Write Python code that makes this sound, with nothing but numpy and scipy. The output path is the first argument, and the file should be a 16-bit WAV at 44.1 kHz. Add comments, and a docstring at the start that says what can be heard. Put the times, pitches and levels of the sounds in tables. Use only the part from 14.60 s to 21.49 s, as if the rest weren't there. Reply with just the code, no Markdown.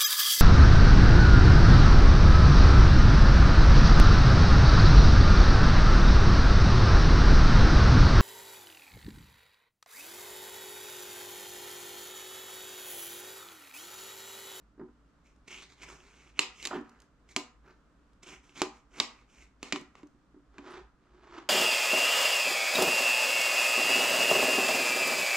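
"""Over a faint room rumble, soft thuds on a ceramic plate, then a knife slicing a melon in a small living room.
The blade crackles through crisp flesh (random clicks ringing its resonances, with hiss), the flesh ticks wetly,
and the edge knocks on the plate (shaped noise, plate modes, short clinks); slices fall, slide and rock, and the
plate thuds on the wooden table (soft blows). Last, it is nudged round: stick-slip clicks and a thin squeal.
A phone above the table hears all this in stereo, with a short diffuse room tail."""
import sys
import numpy as np
from scipy import signal
from scipy.fft import rfft, irfft
from scipy.io import wavfile
from scipy.ndimage import uniform_filter1d

SR = 44100
rng = np.random.default_rng(int(sys.argv[2]) if len(sys.argv) > 2 else 0)


def int16_out(signal):
    """Quantize to a 16-bit WAV file."""
    q = np.round(np.clip(np.atleast_2d(signal).T, -1, 1) * 32767)
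    wavfile.write(sys.argv[1], SR, q.astype(np.int16))


N = 303840
T = np.arange(N) / SR

# Dull, wet spectrum of soft thuds and of the cutting's body. Each row: frequency in Hz, level in dB.
FLESH_SPECTRUM = [(70, -23.5), (150, 0.5), (190, -5.5), (280, 3.5), (325, -3), (370, 7.5), (520, -7.5),
                  (1000, -2), (1450, -0.5), (2200, -8), (4000, -41)]


def amp(db):
    """Decibels to gain."""
    return 10 ** (np.asarray(db) / 20)


def unit(x):
    """Scale to rms 1."""
    return x / np.sqrt(np.mean(x ** 2) + 1e-20)


def unit_attack(x):
    """Scale a hit to rms 1 over its first 12 ms."""
    return x / np.sqrt(np.mean(x[:int(.012 * SR)] ** 2))


def on_log_axis(hz, points):
    """Read (Hz, value) points on a logarithmic frequency axis."""
    f, v = np.transpose(points)
    return np.interp(np.log(np.maximum(hz, 1)), np.log(f), v)


def colour(x, points, size=2048):
    """Minimum-phase filter with the given (Hz, dB) spectrum, by folding its cepstrum."""
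    level_db = on_log_axis(np.fft.rfftfreq(size, 1 / SR), points)
    cepstrum = irfft(np.log(amp(level_db)))
    cepstrum[1:size // 2] *= 2
    cepstrum[size // 2 + 1:] = 0
    impulse = irfft(np.exp(rfft(cepstrum)))
    return signal.fftconvolve(x, impulse)[:len(x)]


def band(x, lo_hz, hi_hz, order=3):
    """Butterworth band-pass."""
    edges_hz = [lo_hz, min(hi_hz, .49 * SR)]
    return signal.sosfilt(signal.butter(order, edges_hz, "band", fs=SR, output="sos"), x)


def even(x, bins=160):
    """Level out the broad humps in the spectrum of a short burst."""
    spectrum = rfft(x)
    return irfft(spectrum / np.sqrt(uniform_filter1d(np.abs(spectrum) ** 2, bins)), len(x))


def add(track, start_s, x):
    """Mix a sound in at a start time."""
    i = int(start_s * SR)
    track[i:i + len(x)] += x[:N - i]


def flicker(per_s, depth_db):
    """Gain wandering between random dB values, per_s of them a second, depth_db their standard deviation."""
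    steps = rng.standard_normal(N // 50)
    return amp(depth_db * np.interp(T * per_s, np.arange(len(steps)), steps))


def grains(per_s, spread_db):
    """Random one-sample clicks of either sign and very unequal size."""
    sizes = amp(spread_db * np.minimum(rng.exponential(size=N), 4))
    present = rng.random(N) < per_s / SR
    return present * sizes * rng.choice([-1, 1], N)


def gesture(start_s, length_s, swell_db, attack_db_per_s, release_db_per_s):
    """Gain of one movement: it sets in, swells or eases while it lasts, and dies away."""
    progress = np.clip((T - start_s) / length_s, 0, 1)
    early_s = np.maximum(start_s - T, 0)
    late_s = np.maximum(T - start_s - length_s, 0)
    level_db = swell_db * (progress - .5) - attack_db_per_s * early_s - release_db_per_s * late_s
    return amp(np.maximum(level_db, -120))


def ring(t, damping, scatter_db):
    """Decaying modes of plate and table top, detuned and rescaled at random for each contact."""
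    # Each row: nominal frequency in Hz, mean level in dB, t60 in s at damping 1.
    modes = [(163.8, -17, 0.23), (238, -11.5, 0.48), (291, 0, 0.23), (376, -8.5, 0.096), (379.4, 2, 0.24),
             (483, -12.5, 0.43), (602, -10.5, 0.26), (617, -11, 0.1), (664, -13.5, 0.29), (775, -9, 0.35),
             (899, -4, 0.23), (1017, -4.5, 0.26), (1078, -11, 0.1), (1205, -3, 0.16), (1340, -12, 0.044),
             (1910, -7, 0.095), (2160, -4.5, 0.048), (2560, -6, .04), (2990, -7, 0.14), (3620, -4, 0.035),
             (4000, -7, 0.022), (4780, -8, 0.092), (7050, -12, 0.067)]
    hz, db, t60_s = np.transpose(modes)[:, :, None]
    size, detune, phase = rng.standard_normal((3, len(modes), 1))
    decay = np.exp(-np.log(1000) * t * damping / t60_s)
    tones = np.sin(2 * np.pi * hz * (1 + 0.015 * detune) * t + .5 * phase)
    return np.sum(amp(db + scatter_db * size) * decay * tones, axis=0)


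def rumble():
    """Low, steady noise of the home; its bass wavers and is nearly alike at both ports."""
    # Each row: frequency in Hz, level in dB.
    spectrum = [(20, -16), (40, -9.5), (47, -3.5), (56, 2), (65, -6.5), (80, -22.5), (118, -14),
                (200, -15.5), (250, -16.5), (290, -11), (335, -21.5), (800, -28.5), (1300, -25),
                (2200, -38), (4500, -44.5), (7500, -48), (15000, -71)]
    mid, side = (unit(colour(rng.standard_normal(N), spectrum, size=16384)) for _ in range(2))
    side = colour(side, [(100, -15), (400, -10), (1500, -5), (5000, -2)])
    both = mid + side * np.array([[1], [-1]])
    bass = signal.sosfiltfilt(signal.butter(2, 150, fs=SR, output="sos"), both)
    wavering = bass * flicker(per_s=17, depth_db=0.7) + (both - bass) * flicker(per_s=6, depth_db=0.85)
    balance_db = np.array([[-.5], [.5]])
    return amp(-63.5) * wavering * amp(balance_db)


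def soft_thuds():
    """Soft blows push for longer, so mostly low modes answer; repeated blows come ever duller and softer."""
    # Soft thuds: fruit landing on the plate, or the plate pushed against the table under the knife.
    # Each row: start in s, first peak in dB, first brightness in dB, number of blows.
    thuds = [(0.179, -47.5, -10, 1), (0.1957, -36.5, -4.5, 1), (0.2133, -34, -16.5, 2),
             (0.285, -50.5, -9, 1), (2.1107, -28.5, 7, 6), (2.769, -30, -4.5, 1), (4.024, -23.5, 2.5, 1),
             (4.407, -35.5, -1.5, 1), (5.131, -28.5, -19, 1), (5.167, -36, -14, 1), (5.2139, -40.5, -27, 1),
             (5.432, -43.5, -23, 1), (5.546, -53.5, -32, 1), (5.744, -46.5, -13, 2), (5.988, -39.5, -13, 1)]
    gap_s, settle_db, dulling_db_per_blow = .0192, 16.5, 7
    out = np.zeros(N)
    t = np.arange(SR // 4) / SR
    for start_s, peak_db, first_bright_db, blows in thuds:
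        for k in range(round(blows)):
            bright_db = first_bright_db - dulling_db_per_blow * k
            settled = (k / round(blows)) ** 3
            slap = colour(rng.standard_normal(len(t)) * np.exp(-t / .011), FLESH_SPECTRUM)
            blow = ring(t, damping=1.6, scatter_db=4.0) + amp(18) * slap
            blow = colour(blow, [(100, -10), (290, 8.5), (700, bright_db + 5), (1400, bright_db + 4.5),
                                 (2600, bright_db - 12.5), (8000, bright_db - 20.5)])
            blow = blow / np.abs(blow).max()
            add(out, start_s + k * gap_s, blow * amp(peak_db - settle_db * settled))
    return out


def effort():
    """Gains of crunch, fizz and body: the powers of all movements and bites summed."""
    # Blade through flesh, or a cut slice falling or sliding. Each row: start in s, length in s,
    # crunch in dB, swell over the movement in dB, fizz in dB re crunch, body in dB re crunch.
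    movements = [(0.66, .06, -74.5, -8, -3.5, -24), (0.914, .125, -48.5, -13, -9.5, -11),
                 (1.103, .03, -62.5, -1, -5, -2), (1.182, 0.06, -56.5, 14, -8, -3.5),
                 (1.29, .07, -56, -6, -3.5, 1), (1.387, .31, -64, -1, -5.5, -1.5),
                 (1.764, .018, -54, 12, -13, -8), (1.945, .1, -55, 16.5, -4, -12),
                 (2.076, .085, -57.5, 16.5, -14, 8), (2.242, .19, -72.5, -3, -13, 7.5),
                 (2.705, 0.0082, -61.5, 7, -2.5, -6), (3.052, .05, -69, 3.5, -18.5, 9),
                 (3.673, .07, -51, -2, -6, -3), (3.836, .075, -67, 2, -4, -1.5),
                 (3.971, .041, -46.5, 2.5, -5.5, -3.5), (4.145, .04, -67.5, 0, -3, -4.5),
                 (4.319, .073, -56.5, 21.5, -6.5, -1.5), (4.502, .12, -68, -5, -7, -2),
                 (4.7, .13, -65.5, 7.5, -2.5, -3.5), (5.042, .07, -55, -4, -8, -4.5),
                 (5.166, .04, -58.5, -11, -4, -13), (5.37, .06, -75, -9.5, -4.5, 6.5)]
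    # The edge snaps through a tougher spot. Each row: start in s, crunch in dB.
    bites = [(.879, -47.5), (1.023, -47.5), (1.222, -48.5), (1.232, -47), (2.69, -58.5), (3.631, -47.5),
             (3.955, -56)]
    bite_s, bite_fizz_db, bite_body_db = 0.0045, -5.5, -7
    power = np.zeros((3, N))
    for start_s, length_s, db, swell_db, fizz_db, body_db in movements:
        movement = gesture(start_s, length_s, swell_db, attack_db_per_s=650.5, release_db_per_s=402.5)
        power += np.outer(amp([db, db + fizz_db, db + body_db]), movement) ** 2
    for start_s, db in bites:
        bite = gesture(start_s, bite_s, 0, attack_db_per_s=3500, release_db_per_s=900)
        power += np.outer(amp([db, db + bite_fizz_db, db + bite_body_db]), bite) ** 2
    return np.sqrt(power)


def cutting_and_slices():
    """Cells burst in clusters under the edge: clicks ring the blade, fizz, and sound dully through fruit and plate.

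    Slices that fall or slide sound by the same mix of crunch, fizz and body.
    """
    # Damped blade resonances. Each row: frequency in Hz, width in Hz, level in dB.
    resonances = [(2170, 420, -2.5), (2920, 890, -0.5), (3440, 1600, -2.5), (6430, 3200, -11.5)]
    # Each row: frequency in Hz, level in dB.
    fizz_spectrum = [(3000, -24), (5200, 3), (6400, 4.5), (7500, 0), (8700, -7.5), (10000, -16.5),
                     (13000, -20.5), (15500, -45.5)]
    crunch_gain, fizz_gain, body_gain = effort()
    clicks = unit(grains(per_s=2200, spread_db=3.6)) * flicker(per_s=200, depth_db=2.4)
    blade = np.zeros(N)
    for k, (hz, width_hz, db) in enumerate(resonances):
        resonance = unit(signal.lfilter(*signal.iirpeak(hz, hz / width_hz, fs=SR), clicks))
        # the flesh grips the blade in changing places, so its resonances take turns
        blade += amp(db) * flicker(per_s=25, depth_db=2.0) * resonance * (-1) ** k
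    blade = colour(blade, [(600, -14.5), (1500, -2.5), (2100, -0.5), (7000, 1.5), (9500, -9),
                           (13000, -13.5), (15500, -33.5)])
    # juice and the blade's flat side add a smoother hiss
    wet = clicks + rng.standard_normal(N)
    fizz = fizz_gain * unit(colour(wet, fizz_spectrum))
    body = body_gain * unit(colour(wet, FLESH_SPECTRUM))
    return amp(-1.0) * crunch_gain * unit(blade) + fizz + body


def ticks():
    """Films of juice snap as the flesh parts from the blade: noise bursts dying within milliseconds."""
    # Each row: start in s, peak in dB.
    snaps = [(0.668, -61.5), (0.7614, -65.5), (2.2114, -58), (2.294, -53.5), (2.402, -51), (2.4191, -53),
             (3.5325, -61.5), (5.212, -49), (5.3894, -64), (5.471, -60)]
    out = np.zeros(N)
    t = np.arange(SR // 20) / SR
    for start_s, peak_db in snaps:
        burst = rng.standard_normal(len(t)) * np.exp(-t / 0.0031)
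        snap = colour(burst, [(500, -20), (2500, -2), (7000, 0.5), (12500, -17.5), (15500, -36)])
        add(out, start_s, snap / np.abs(snap).max() * amp(peak_db))
    return out


def knocks():
    """The edge breaks through and chatters on the glaze for a few ms; the fruit damps the ring. Returns direct, feed."""
    # Blade meets plate. Each row: start in s, level in dB, bass in dB, treble in dB, clink in Hz,
    # second clink in Hz, clink share in dB, room share in dB.
    contacts = [(1.792, -27, -1, 0.5, 2760, 4150, 5, -12), (2.0271, -51, 3, 4, 4150, 2960, 3.5, -1.5),
                (2.053, -37, -23.5, 2, 1970, 3940, -3.5, -19), (2.0577, -42.5, 3, 2, 3760, 4470, 3.5, -29),
                (2.072, -40.5, -4, 3, 6840, 4110, 0, -17.5), (2.7634, -29, 4, 0.5, 3143, 2430, -3, -15),
                (4.0179, -26.5, 6.5, -3, 1110, 880, -1.5, -16),
                (4.4008, -26.5, 0.5, -2.5, 3800, 4600, 2, -13),
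                (5.0289, -41, 7.5, -1.5, 2580, 3630, -4, -11.5),
                (5.1241, -22.5, -15.5, -10, 1105, 3130, -17, -16),
                (5.1599, -36.5, -6, -9.5, 1110, 2980, -5, -25), (5.3536, -59, 10, -7, 1134, 2000, 0, -5.5),
                (5.4312, -61.5, 20, -9.5, 1200, 2000, -8, -30),
                (5.9824, -48.5, 0, -12, 1622, 2400, -2.5, -14)]
    # Each row: frequency in Hz, level in dB.
    crack_spectrum = [(70, -30), (150, -7.5), (330, 5), (540, -4.5), (900, -3), (1150, 2.5), (1550, -9),
                      (2200, 1), (2800, 2), (3250, -2.5), (3900, -1), (6000, -4.5), (7400, -1), (8600, -18),
                      (9500, -12), (11000, -24), (13500, -27), (16000, -45)]
    clink_decay_s, second_clink_db, ring_db, clink_room_db = 0.0016, -3, -16, -13
    out, feed = np.zeros((2, N))
    t = np.arange(SR // 3) / SR
    for start_s, level_db, bass_db, treble_db, clink_hz, second_hz, clink_db, room_db in contacts:
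        contact = (1 - np.exp(-t / .0003)) * (np.exp(-t / 0.00086) + 0.099 * np.exp(-t / 0.01))
        # the second half is dropped: levelling spreads the burst round the block
        chatter = even(rng.standard_normal(len(t)) * contact) * (t < t[-1] / 2)
        hit = unit_attack(colour(chatter, crack_spectrum))
        hit = hit + amp(ring_db) * ring(t, damping=1.05, scatter_db=2)
        # weight behind the blade brings out the bass, bare steel on glaze the treble
        tilt = [(300, bass_db), (1800, 0), (7000, treble_db), (14000, 2 * treble_db)]
        hit = colour(band(hit, 160, 18000, order=2), tilt)
        # the two resonances that the point of contact favours die at once under the blade
        clink = np.sin(2 * np.pi * clink_hz * t) + amp(second_clink_db) * np.sin(2 * np.pi * second_hz * t)
        clink = unit_attack(clink * (1 - np.exp(-t / 0.00012)) * np.exp(-t / clink_decay_s))
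        add(out, start_s, amp(level_db) * (hit + amp(clink_db) * clink))
        # the walls hear every side of the plate, so the clink stands out less in the room
        lo_hz, hi_hz = sorted((clink_hz, second_hz))
        lift_db = 10 * np.log10(1 + amp(clink_db) ** 2)
        spread = colour(hit, [(lo_hz / 1.8, 0), (lo_hz / 1.15, lift_db), (hi_hz * 1.2, lift_db), (hi_hz * 1.5, 0)])
        add(feed, start_s, amp(level_db + room_db) * (spread + amp(clink_db + clink_room_db) * clink))
    return out, feed


def sliding():
    """The plate's foot ring sticks and slips over the table top, and squeals thinly for a moment during one push."""
    # Plate over table. Each row: start in s, length in s, level in dB, swell over the push in dB.
    pushes = [(5.952, 0.055, -60.5, 4), (6.065, 0.1164, -47.5, -0.5), (6.43, .17, -66.5, 5.5),
              (6.635, 0.1, -57, 4), (6.733, .055, -46.5, 7.5), (6.873, .02, -62.5, 0)]
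    # Stick-slip spectrum. Each row: frequency in Hz, level in dB.
    rub_spectrum = [(100, -16.5), (220, -6.5), (300, 3.5), (368, 13), (480, -6.5), (800, -3), (1220, 0.5),
                    (1900, -8), (3600, -15), (7000, -25), (9000, -40), (15000, -66.5)]
    # Squeal partials. Each row: mean frequency in Hz, mean level in dB.
    partials = [(8450, -72), (10050, -75), (11000, -80), (12050, -90), (13050, -89)]
    squeal_middle_s, squeal_spread_s = 6.12, .016
    slips = unit(colour(grains(per_s=2700, spread_db=-3), rub_spectrum))
    wavering_time_s = np.cumsum(flicker(per_s=400, depth_db=0.12)) / SR
    squeal = sum(amp(db) * np.sin(2 * np.pi * hz * wavering_time_s) for hz, db in partials)
    squeal = squeal * flicker(per_s=250, depth_db=3)
    squeal = squeal * np.exp(-((T - squeal_middle_s) / squeal_spread_s) ** 2)
    power = np.zeros(N)
    for start_s, length_s, db, swell_db in pushes:
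        push = gesture(start_s, length_s, swell_db, attack_db_per_s=378, release_db_per_s=348.5)
        power += (amp(db) * push) ** 2
    catching = flicker(per_s=120, depth_db=1.6)
    return slips * catching * np.sqrt(power) + squeal


def room(x):
    """Walls answer after a few ms with a short diffuse tail, wider in the treble."""
    # Each row: frequency in Hz, t60 in s.
    decay_times = [(150, 0.3), (400, 0.2), (1100, 0.44), (2800, 0.27), (7000, .25), (14000, .17)]
    t = np.arange(SR // 2) / SR
    edges_hz = 90 * 2 ** np.arange(0, 8, .5)
    tail = np.zeros((2, len(t)))
    for lo_hz, hi_hz in zip(edges_hz, edges_hz[1:]):
        hz = np.sqrt(lo_hz * hi_hz)
        mid, side = band(rng.standard_normal((2, len(t))), lo_hz, hi_hz)
        width = amp(on_log_axis(hz, [(300, -9.0), (1200, -8.0), (4000, -2.0), (9000, 0.5)]))
        gain = amp(on_log_axis(hz, [(150, -1), (400, 0.93), (1000, -0.33), (2800, -0.45), (7000, -1), (12000, -1)]))
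        decay = np.exp(-np.log(1000) * t / on_log_axis(hz, decay_times))
        tail += gain * (mid + width * side * np.array([[1], [-1]])) * decay
    tail *= 1 - np.exp(-(t / 0.017) ** 2)
    tail /= np.sqrt(np.sum(tail.mean(axis=0) ** 2))
    return signal.fftconvolve(x[None], tail, axes=1)[:, :N]


def ports(x):
    """The plate lies a little nearer the right port; the phone's body shades and delays the left one."""
    hz = np.fft.rfftfreq(N, 1 / SR)
    shade_db = on_log_axis(hz, [(100, -2.5), (300, -1.0), (600, -2.4), (1200, -2.5), (2400, -0.5),
                                (4400, -2.5), (8000, -7.0)])
    lag_rad = np.interp(hz, [0, 3500, 7000, 9000], [0.14, .75, 1.25, 1.5])
    # half the difference goes to each port
    half = amp(shade_db / 2) * np.exp(-.5j * lag_rad)
    return irfft(rfft(x) * np.array([half, 1 / half]), N)


def scene():
    """Direct sounds from the plate reach both ports; their feeds excite the room, over the rumble."""
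    background = rumble()
    soft = soft_thuds()
    flesh = cutting_and_slices() + ticks()
    hits, hit_feed = knocks()
    slide = sliding()
    feed = hit_feed + amp(-12.5) * flesh + amp(-14.5) * soft + amp(-12) * slide
    return ports(hits + flesh + soft + slide) + room(feed) + background


def record(dry):
    """The phone cuts the top: steep elliptic low-pass."""
    top_hz = 15600
    return signal.sosfilt(signal.ellip(8, .2, 70, top_hz, fs=SR, output="sos"), dry)


dry = scene()
out = record(dry)
int16_out(out)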